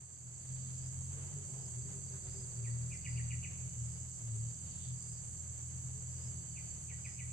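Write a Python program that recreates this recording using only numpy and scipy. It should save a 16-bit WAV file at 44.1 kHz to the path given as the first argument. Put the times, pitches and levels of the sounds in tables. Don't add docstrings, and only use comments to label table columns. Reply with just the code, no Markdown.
import sys
import numpy as np
from scipy import signal
from scipy.fft import rfft, irfft, next_fast_len
from scipy.io import wavfile

SR = 44100
rng = np.random.default_rng(int(sys.argv[2]) if len(sys.argv) > 2 else 0)


def transcribe(signal):
    frames = np.atleast_2d(signal).T
    limited = np.clip(frames, -1, 1)
    pcm = np.round(limited * 32767).astype(np.int16)
    wavfile.write(sys.argv[1], SR, pcm)


N = 322812
TIME = np.arange(N) / SR

# time in seconds, gain in dB.
FADE_IN = [(0, -15), (.2, -14.5), (.4, -11.5), (.6, -9.5)]

# frequency in Hz, left density in dB per Hz, right density in dB per Hz.
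CHORUS_SPECTRUM = [(5480, -38, -29), (5624, -26.5, -20), (5937, -9.5, -10), (6030, -4.5, -14),
                   (6280, -3.5, -0.5), (7030, -2.5, 0.5), (7810, -1.5, -4), (8020, -7, -24), (8600, -9, -9),
                   (8810, -10.5, -24), (9170, -14.5, -20), (10950, -27.5, -26.5), (10900, -82, -78.5),
                   (13200, -34, -25), (15000, -44, -42)]
# pitch in Hz, width in Hz, level in dB, left minus right in dB.
STEADY_CICADAS = [(6560, 30, -79, 16), (7800, 170, -62.5, 4), (7864, 120, -53.5, -11.5),
                  (8030, 120, -67.5, -32)]
# middle in seconds, length in seconds, pitch in Hz, level in dB,
# left minus right in dB.
CICADA_PHRASES = [(.52,0.65,6430,-69,-12),(1.52,0.51,6300,-61,-14),(2.55,.6,6300,-69,-9),(3.6,.6,6500,-62,-22),(4.65,0.49,6600,-64,-16),(5.678,0.66,6280,-63,-22),(6.652,0.7,6350,-65,-19),(1.05,1.1,8950,-65,-1),(3.95,1.1,8800,-86,8),(7,1.3,8950,-65,6)]

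# frequency in Hz, density in dB per Hz.
RUMBLE_SPECTRUM = [(20, -23), (45, -3.5), (65, -14), (100, 0.5), (140, -1.5), (200, -14.5), (280, -21.5),
                   (450, -35.5)]
# time in seconds, level in dB.
RUMBLE_LEVELS = [(0, -62.5), (.42, -57.5), (.6, -55), (1.3, -52.5), (2.2, -53), (2.8, -56), (4.4, -54.5),
                 (5.5, -56.5), (6.2, -54.5), (7.32, -57)]
# frequency in Hz, density in dB per Hz.
WASH_SPECTRUM = [(150, -7), (300, 1.5), (500, -1), (800, -3.5), (1300, -5), (2500, -4.5), (3700, -5),
                 (5500, -6), (10000, -32), (15000, -33)]
# time in seconds, level in dB.
SWELL_LEVELS = [(0, -75.5), (.7, -70.5), (1.1, -70.5), (1.25, -66), (1.62, -70), (1.85, -68.5),
                (2.5, -69.5), (3.0, -70.5), (5.3, -71.5), (6.3, -70), (7.32, -72.5)]
# frequency in Hz, density in dB per Hz.
SWELL_SPECTRUM = [(200, -7.5), (400, -4), (550, -4), (800, -7), (1300, -9), (2200, -9.5), (4000, -19)]

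# time in seconds, rate in firings per second.
ENGINE_RATE = [(0, 43.5), (.24, 40.9), (.49, 43), (.85, 43), (1.1, 44.3), (1.24, 44.8), (1.37, 47.5),
               (1.77, 40.1), (1.98, 45), (2.2, 41.5), (2.44, 41.5), (2.63, 38.4), (2.91, 41), (3.3, 39.8),
               (3.65, 42.2), (3.83, 38.8), (4.04, 41.9), (4.36, 36.7), (4.59, 41), (4.89, 42.1),
               (5.12, 39.4), (5.32, 41.2), (5.57, 40.5), (5.91, 42.7), (6.14, 41.6), (6.34, 41.9),
               (6.46, 40.3), (6.81, 38.8), (7.16, 42), (7.32, 41)]
# time in seconds, then levels of orders 2, 3, 4 and 5 in dB.
ENGINE_ORDERS = [(0, -59, -58, -70, -80), (.14, -66, -63, -72, -82), (.28, -66, -53, -68, -80),
                 (.44, -56, -59, -68, -76), (.5, -59, -45.3, -65, -68), (1.05, -49, -45, -66, -66),
                 (1.38, -49, -50, -70, -76), (1.55, -58, -51, -65, -74), (2.05, -54, -52, -64, -70),
                 (2.3, -52, -51, -64, -75), (2.6, -60, -51, -61, -76), (2.85, -52, -56, -54.5, -68),
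                 (3.35, -48.5, -53, -52.5, -67), (3.6, -52.5, -55.5, -58, -72), (3.87, -52, -52, -54, -69),
                 (4.05, -50.5, -49, -59, -68), (4.2, -60, -56, -62, -74), (4.55, -53, -56, -56, -70),
                 (4.9, -54.5, -56, -60, -69), (5.1, -58, -54, -59, -70), (5.35, -51, -54, -65, -74),
                 (5.85, -51.5, -47, -59, -70), (6.3, -50, -47.5, -63, -75), (6.5, -56, -56, -55.5, -66),
                 (6.85, -52, -55, -58, -74), (7.1, -53, -49, -61, -68), (7.32, -50, -50, -63, -74)]
# multiple of the firing rate, level relative to order 4 in dB.
WEAK_ENGINE_ORDERS = [(1, -18.5), (6, -22.5)]
# middle in seconds, length in seconds, level in dB.
EXHAUST_SURGES = [(1.79, 0.16, -49.5), (1.977, 0.26, -61), (2.662, 0.25, -42), (2.818, 0.27, -41.5),
                  (3.176, 0.23, -39.5), (3.336, 0.21, -44), (3.64, .11, -45), (3.842, 0.17, -42),
                  (4.381, 0.35, -40), (4.916, 0.14, -43), (5.114, .22, -51)]

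# time in seconds, level in dB.
PURR_LEVELS = [(0, -80), (.5, -68.5), (.8, -68.5), (.92, -75), (1.7, -72.5), (2.0, -69), (2.4, -67),
               (2.9, -70.5), (3.2, -67.5), (3.7, -80), (4.7, -68), (5.7, -76.5), (6.65, -69), (7.32, -90)]
PURR_HZ, PURR_SCATTER_HZ, PURR_SPREAD_DB = 4657, 18, 1.6
PURR_STROKES_PER_S, PURR_STROKE_S, PURR_JITTER_S = 26, .024, .0045

# time in seconds, pitch in Hz, level in dB.
WHINE_TRACK = [(.1, 3070, -95), (.7, 3075, -85), (.9, 3072, -84), (1.25, 3060, -80), (1.7, 3060, -83),
               (1.95, 3055, -98), (3.3, 3000, -90), (3.8, 3000, -81), (4.3, 3020, -86), (4.8, 3042, -79),
               (5.05, 3050, -87), (5.9, 3020, -85), (6.4, 3030, -82), (7.3, 3040, -81)]
# time in seconds, level in dB.
DRONE_LEVELS = [(1.0, -89), (1.3, -71), (2.0, -78), (2.4, -70.5), (3.2, -82), (3.7, -84.5), (5.8, -96),
                (6.3, -75), (6.6, -100)]
# frequency in Hz, width in Hz, level in dB.
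DRONE_MODES = [(375.5, 38, -1.5), (500, 160, -1)]

# first chirp in seconds, last chirp in seconds, level in dB.
HIGH_CHIRP_RUNS = [(.03, .03, -57), (.43, .43, -56), (1.03, 1.25, -60), (1.49, 2.45, -57),
                   (2.69, 3.2, -56.5), (3.9, 4.13, -60.5), (4.37, 5.29, -56.5), (6.4, 6.63, -62),
                   (6.85, 7.29, -58.5)]
CHIRP_GAP_S, CHIRP_SPREAD_DB = .237, .7
# middle in seconds, level in dB.
NEAR_TICKS = [(.13,-34),(0.55,-34),(.783,-35.5),(1.012,-37),(1.259,-38),(1.505,-34),(1.799,-36.5),(2.04,-35),(2.258,-36),(2.488,-39),(2.681,-34.5),(2.865,-35.5),(3.095,-33.5),(3.338,-33),(3.609,-39),(3.8,-34),(4.011,-36),(4.526,-44),(4.76,-34.5),(5.003,-37),(5.205,-36),(5.406,-33.5),(5.631,-34.5),(6.104,-39),(6.303,-35.5),(6.5,-36.5),(6.714,-34),(6.933,-36)]
TICK_HALF_LENGTH_S = .006
# middle in seconds, length in seconds, centre in Hz, width in Hz, level in dB.
RUSTLE_EVENTS = [(.62, 0.49, 3730, 1800, -76.5), (1.27, 0.26, 1900, 1500, -74),
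                 (1.302, 0.27, 700, 500, -73), (1.576, 0.29, 730, 380, -70.5),
                 (2.14, 0.027, 1400, 703, -65), (2.3, 0.17, 3800, 900, -77), (3.545, .08, 2680, 600, -72),
                 (4.764, 0.37, 3350, 2200, -72), (4.84, 0.14, 3460, 650, -67.5)]

# end in seconds, length in seconds, level in dB.
SHORT_TRILLS = [(0.922, .25, -70), (1.705, 0.24, -70), (2.436, 0.21, -67.5), (3.18, .19, -68),
                (4.0, .2, -70.5), (5.208, 0.45, -70.5), (6.31, 0.27, -68.5), (7.178, .28, -69)]
# middle in seconds, length in seconds, pitch in Hz,
# rise in Hz per second, level in dB.
HIGHER_TRILLS = [(2.94, .11, 5320, 1400, -73), (4.14, .42, 5240, 803, -78.5)]
TRILL_STROKES_PER_S, TRILL_SHARPNESS, TRILL_SCATTER_HZ = 75, 1.5, 185
TRILL_HZ, TRILL_RISE_HZ_PER_S, TRILL_STOP_S = 5020, 800, 0.04

# middle in seconds, level in dB.
ANSWERING_CHIRPS = [(1.33, -62), (1.5, -59), (1.66, -59), (1.86, -58), (2.07, -58.5), (2.29, -58.5),
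                    (2.52, -57.5), (2.73, -57)]
# middle in seconds, length in seconds, pitch in Hz, level in dB.
FAR_HOOTS = [(1.18, 0.044, 454, -59), (1.394, 0.091, 416, -61), (1.57, 0.07, 405, -65),
             (1.785, 0.056, 392, -61), (1.868, 0.053, 395, -58), (1.965, 0.075, 395, -57.5),
             (2.145, 0.1, 392, -60), (2.384, 0.098, 392, -59), (2.61, 0.083, 396, -64),
             (2.862, 0.12, 387.6, -67.5), (2.972, 0.081, 376, -68), (3.191, 0.071, 390, -65.5),
             (4.361, 0.053, 403, -64.5), (5.975, 0.08, 431, -64)]
HOOT_SAG_HZ_PER_S = 83

# middle in seconds, level in dB, top pitch in Hz, lowest pitch in Hz,
# rise of the closing hook in Hz, gain of the hook in dB, length ratio.
BIRD_CHIPS = [(2.660, -59.5, 2650, 1850, 60, 2, 1), (2.932, -54, 2650, 2000, 60, -3, 1.15),
              (3.063, -50.5, 2860, 1880, 280, 1, .95), (3.183, -52, 2900, 1820, 480, -1, 1.1),
              (3.319, -51.5, 2800, 1880, 250, 0, .95), (3.447, -50, 2920, 1920, 400, -3, 1),
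              (6.58, -57.5, 2750, 2000, 0, -4, 1.15), (6.910, -57.5, 2650, 1850, 100, 2, 1.2),
              (7.062, -52, 2620, 1880, 60, -1, .85), (7.205, -52, 2680, 1900, 100, -4, 1.1)]
# time from its middle in seconds, height from lowest to top pitch (0-1),
# share of the hook (0-1), gain in dB, hoarseness as a share of the pitch.
CHIP_CURVES = [(-.03, .6, 0, -30, .05), (-.019, .72, 0, -9, .07), (-.013, .85, 0, -1.5, .085),
               (-.008, .9, 0, 0, .07), (-.003, .66, 0, 1, .035), (.001, .46, 0, 3, .028),
               (.007, .16, 0, -4, .035), (.014, .04, 0, -3, .03), (.022, .05, .55, -5, .04),
               (.028, .05, 1, -9, .04), (.036, .05, 1, -32, .05)]
# frequency in Hz, width in Hz, gain in dB.
THROAT_MODES = [(2330, 1300, 0), (2820, 70, -4)]
WARBLE_PER_S = 190
BANK_ECHO_S, BANK_ECHO_DB = .026, -7.5

CUTOFF_HZ = 15200


def from_db(db):
    return 10 ** (np.asarray(db) / 20)


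def rms_one(x):
    return x / np.sqrt(np.mean(x ** 2) + 1e-20)


def in_time(rows):
    s, *columns = np.transpose(rows)
    return [np.interp(TIME, s, column) for column in columns]


def drift(rate_hz):
    step = 40
    pole = np.exp(-2 * np.pi * rate_hz * step / SR)
    noise = rng.standard_normal(N // step + 2002)
    slow = signal.lfilter([1], [1, -2 * pole, pole * pole], noise)[2000:]
    return np.interp(np.arange(N) / step, np.arange(len(slow)), rms_one(slow))


def coloured(points, column=1):
    table, size = np.array(points), next_fast_len(N)
    hz = np.maximum(np.fft.rfftfreq(size, 1 / SR), 1)
    gain = from_db(np.interp(np.log(hz), np.log(table[:, 0]), table[:, column]))
    gain *= np.minimum(1, np.minimum(hz / table[0, 0], table[-1, 0] / hz)) ** 2
    spectrum = rfft(rng.standard_normal(size)) * gain
    return rms_one(irfft(spectrum, size)[:N])


def band(x, hz, width_hz):
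    edges_hz = [hz - width_hz / 2, hz + width_hz / 2]
    sos = signal.butter(2, edges_hz, "band", fs=SR, output="sos")
    return signal.sosfilt(sos, x + 1e-18)


def resonate(x, hz, width_hz):
    return rms_one(band(x, hz, width_hz))


def narrow(hz, width_hz):
    return resonate(rng.standard_normal(N), hz, width_hz)


def cycles(hz):
    return 2 * np.pi * np.cumsum(hz * np.ones(N)) / SR


def bump(s, length_s):
    return np.maximum(1 - (2 * (TIME - s) / length_s) ** 2, 0)


def strokes(per_s, sharpness):
    return rms_one(np.exp(sharpness * np.cos(cycles(per_s))))


def place(x, pan_db, lag_ms):
    right = np.interp(TIME - lag_ms / 1000, TIME, x)
    return np.array([x * from_db(pan_db / 2), right * from_db(-pan_db / 2)])


def spread(points, alike, lag_ms):
    shared = place(coloured(points), 0, lag_ms)
    separate = np.array([coloured(points), coloured(points)])
    return np.sqrt(alike) * shared + np.sqrt(1 - alike) * separate


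def foliage(x, wet_db, t60_s):
    age = np.arange(SR) / SR
    cloud = rng.standard_normal((2, SR)) * from_db(-60 * age / t60_s) * (age > .006)
    cloud /= np.sqrt(np.sum(cloud ** 2, axis=1, keepdims=True))
    return x + from_db(wet_db) * signal.fftconvolve(x, cloud, axes=1)[:, :N]


def cicada_chorus():
    flicker_db = 1.0 * drift(220) + 0.25 * drift(6.0)
    left = from_db(-42.5 + flicker_db) * coloured(CHORUS_SPECTRUM, column=1)
    right = from_db(-41.0 + flicker_db) * coloured(CHORUS_SPECTRUM, column=2)
    tree = from_db(-48.5 + flicker_db) * narrow(hz=7470, width_hz=800)
    return np.array([left, right]) + place(tree, pan_db=-10.5, lag_ms=0.397)


def steady_cicadas():
    return sum(place(from_db(db) * narrow(hz, width_hz), pan_db, lag_ms=0.372)
               for hz, width_hz, db, pan_db in STEADY_CICADAS)


def clicking_cicada():
    clicks_per_s = 108 * (1 + 0.0045 * drift(3))
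    clicks = np.diff(np.floor(cycles(clicks_per_s) / (2 * np.pi)), prepend=0)
    uneven = clicks * from_db(2.1 * drift(65))
    buzz = from_db(-55.0) * resonate(uneven, hz=7600, width_hz=190)
    return place(buzz, pan_db=-29.0, lag_ms=0.3886)


def air_rumble():
    level = from_db(in_time(RUMBLE_LEVELS)[0] + 1.33 * drift(3.7))
    return level * spread(RUMBLE_SPECTRUM, alike=0.82, lag_ms=0.076) * from_db([[.6], [-.6]])


def river():
    fade_db, = in_time(FADE_IN)
    swell_db, = in_time(SWELL_LEVELS)
    wash_level = from_db(fade_db - 63.0 + .5 * drift(8.2))
    wash = wash_level * spread(WASH_SPECTRUM, alike=0.2, lag_ms=0.14)
    swell_level = from_db(swell_db + 3.0 + 1.8 * drift(13.7))
    swells = swell_level * spread(SWELL_SPECTRUM, alike=0.35, lag_ms=0.24)
    return (wash + swells) * from_db([[.6], [-.6]])


def engine():
    turn = cycles(in_time(ENGINE_RATE)[0])
    boom = sum(from_db(db) * bump(s, length_s) for s, length_s, db in EXHAUST_SURGES)
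    second, third, fourth, fifth = from_db(in_time(ENGINE_ORDERS))
    orders = [(2, second, 0), (3, third, boom), (4, fourth, 0), (5, fifth, 0)]
    orders += [(round(k), fourth * from_db(db), 0) for k, db in WEAK_ENGINE_ORDERS]
    hum = np.zeros(N)
    for k, steady, extra in orders:
        level = steady * from_db(1.83 * drift(14.0)) + extra
        hum += level * np.sin(k * turn + rng.uniform(0, 2 * np.pi))
    return place(from_db(2.5) * hum, pan_db=1.3, lag_ms=0.5)


def purr_haze():
    sides = np.array([narrow(hz=4594, width_hz=470) for side in range(2)])
    return from_db(-65.5 + in_time(FADE_IN)[0]) * sides


def purring_cricket():
    out, beats = np.zeros(N), np.arange(0, N / SR, 1 / PURR_STROKES_PER_S)
    scrape = cycles(90 * drift(260))
    for s, (late, sharp, loud) in zip(beats, rng.standard_normal((len(beats), 3))):
        start = s + PURR_JITTER_S * late
        near = slice(*np.searchsorted(TIME, [start, start + PURR_STROKE_S]))
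        age = TIME[near] - start
        swell = from_db(PURR_SPREAD_DB * loud) * np.sin(np.pi * age / PURR_STROKE_S) ** 2
        pitch_hz = PURR_HZ + PURR_SCATTER_HZ * sharp
        out[near] += swell * np.sin(2 * np.pi * pitch_hz * age + scrape[near])
    level = from_db(in_time(PURR_LEVELS)[0] - 5.0)
    return foliage(place(level * rms_one(out), pan_db=-4.5, lag_ms=.41), wet_db=0, t60_s=0.083)


def whine():
    hz, db = in_time(WHINE_TRACK)
    scatter_hz = 60 * drift(130)
    level = from_db(db + 2.8 + 2.0 * drift(25))
    return place(level * np.sin(cycles(hz + scatter_hz)), pan_db=-10.5, lag_ms=0.28)


def hollow_drone():
    modes = sum(from_db(db) * narrow(hz, width_hz) for hz, width_hz, db in DRONE_MODES)
    drone = from_db(in_time(DRONE_LEVELS)[0]) * modes
    return foliage(place(drone, pan_db=4.0, lag_ms=0.21), wet_db=-1.5, t60_s=0.22)


def repeats(runs, gap_s, spread_db):
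    calls = []
    for first_s, last_s, db in runs:
        count = round((last_s - first_s) / gap_s) + 1
        for s in np.linspace(first_s, last_s, count):
            calls.append((s, db + spread_db * rng.standard_normal()))
    return calls


def chirping_cricket():
    chirps = repeats(HIGH_CHIRP_RUNS, CHIRP_GAP_S, CHIRP_SPREAD_DB)
    level = sum(from_db(db - 0.7) * bump(s, length_s=0.19) for s, db in chirps)
    wing = from_db(-0.5) * narrow(hz=8680, width_hz=43) + from_db(1.0) * narrow(hz=8530, width_hz=300)
    return foliage(place(level * wing, pan_db=-11.5, lag_ms=.36), wet_db=-5.5, t60_s=0.17)


def ticking_cricket():
    out = np.zeros(N)
    for s, db in NEAR_TICKS:
        near = np.abs(TIME - s) < .04
        age = TIME[near] - s
        pitch_hz = 7330 + 20000 * age
        swell = from_db(db) * np.exp(-(age / TICK_HALF_LENGTH_S) ** 2)
        out[near] += swell * np.sin(2 * np.pi * np.cumsum(pitch_hz) / SR)
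    return foliage(place(out, pan_db=-8.5, lag_ms=0.386), wet_db=-32, t60_s=0.081)


def phrasing_cicadas():
    return sum(place(from_db(db) * bump(s, length_s) * narrow(hz, width_hz=90), pan_db, lag_ms=0.375)
               for s, length_s, hz, db, pan_db in CICADA_PHRASES)


def rustles():
    events = sum(from_db(db) * bump(s, length_s) * narrow(hz, width_hz)
                 for s, length_s, hz, width_hz, db in RUSTLE_EVENTS)
    uneven = events * from_db(2.0 * drift(60))
    return foliage(place(uneven, pan_db=4.0, lag_ms=0.21), wet_db=-1.5, t60_s=0.22)


def trilling_crickets():
    notes, scatter_hz = np.zeros(N), TRILL_SCATTER_HZ * drift(248)
    for end, length_s, db in SHORT_TRILLS:
        swell = np.interp(TIME, [end - length_s, end - TRILL_STOP_S, end], [0, 1, 0])
        pitch_hz = TRILL_HZ + TRILL_RISE_HZ_PER_S * (TIME - end) + scatter_hz
        notes += from_db(db) * swell * np.sin(cycles(pitch_hz))
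    for s, length_s, hz, rise_hz_per_s, db in HIGHER_TRILLS:
        pitch_hz = hz + rise_hz_per_s * (TIME - s) + .4 * scatter_hz
        notes += from_db(db) * bump(s, length_s) * np.sin(cycles(pitch_hz))
    per_s = TRILL_STROKES_PER_S * (1 + 0.0144 * drift(2.0))
    burst = notes * strokes(per_s, TRILL_SHARPNESS) * strokes(per_s / 3, sharpness=0.22)
    return foliage(place(from_db(3.0) * burst, pan_db=-7.0, lag_ms=0.37), wet_db=0, t60_s=0.098)


def answering_cricket():
    out = np.zeros(N)
    for s, db in ANSWERING_CHIRPS:
        pitch_hz = 8230 + 2000 * (TIME - s) + 80 * drift(150)
        out += from_db(db) * bump(s, length_s=0.35) * np.sin(cycles(pitch_hz))
    return foliage(place(out, pan_db=-11.5, lag_ms=.36), wet_db=-5.5, t60_s=0.17)


def hooting_bird():
    notes = np.zeros(N)
    for s, length_s, hz, db in FAR_HOOTS:
        pitch_hz = hz - HOOT_SAG_HZ_PER_S * (TIME - s)
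        notes += from_db(db - 0.5) * bump(s, length_s) * np.sin(cycles(pitch_hz))
    return foliage(place(notes, pan_db=2.0, lag_ms=.15), wet_db=-10, t60_s=.6)


def chipping_bird():
    ages, *curves = np.transpose(CHIP_CURVES)
    warble = np.sin(cycles(WARBLE_PER_S * (1 + .3 * drift(80)))) + .5 * narrow(hz=255, width_hz=280)
    out = np.zeros(N)
    for s, db, top_hz, low_hz, hook_hz, hook_db, stretch in BIRD_CHIPS:
        near = (TIME > s + stretch * ages[0]) & (TIME < s + stretch * ages[-1])
        age = (TIME[near] - s) / stretch
        height, hook, shape_db, hoarse = [np.interp(age, ages, curve) for curve in curves]
        smooth_hz = low_hz + height * (top_hz - low_hz) + hook * hook_hz
        pitch_hz = smooth_hz * (1 + hoarse * warble[near])
        tail = np.clip(age / .012, 0, 1)
        level = from_db(db + shape_db + hook_db * tail)
        out[near] += level * np.sin(2 * np.pi * np.cumsum(pitch_hz) / SR)
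    out *= from_db(-0.2 + 2.9 * drift(240))
    call = sum(from_db(db) * band(out, hz, width_hz) for hz, width_hz, db in THROAT_MODES)
    returned = band(call, hz=2770, width_hz=890)
    echo = from_db(BANK_ECHO_DB) * np.interp(TIME - BANK_ECHO_S, TIME, returned)
    bank = foliage(place(echo, pan_db=0.0, lag_ms=.3), wet_db=-9, t60_s=0.079)
    heard = place(call, pan_db=1.5, lag_ms=0.41) + bank
    return foliage(foliage(heard, wet_db=-6.0, t60_s=0.09), wet_db=-6.5, t60_s=1.0)


def scene():
    fade_db, = in_time(FADE_IN)
    cicadas = cicada_chorus() + steady_cicadas() + clicking_cicada() + phrasing_cicadas()
    crickets = chirping_cricket() + ticking_cricket() + answering_cricket()
    insects = from_db(fade_db) * (cicadas + crickets)
    insects += purr_haze() + purring_cricket() + whine() + trilling_crickets()
    surroundings = air_rumble() + river() + engine() + hollow_drone() + rustles()
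    return insects + surroundings + hooting_bird() + chipping_bird()


def record(dry):
    opening = np.minimum(TIME / .005, 1)
    lowpass = signal.ellip(10, .1, 80, CUTOFF_HZ, fs=SR, output="sos")
    return signal.sosfilt(lowpass, dry * opening)


dry = scene()
out = record(dry)
transcribe(out)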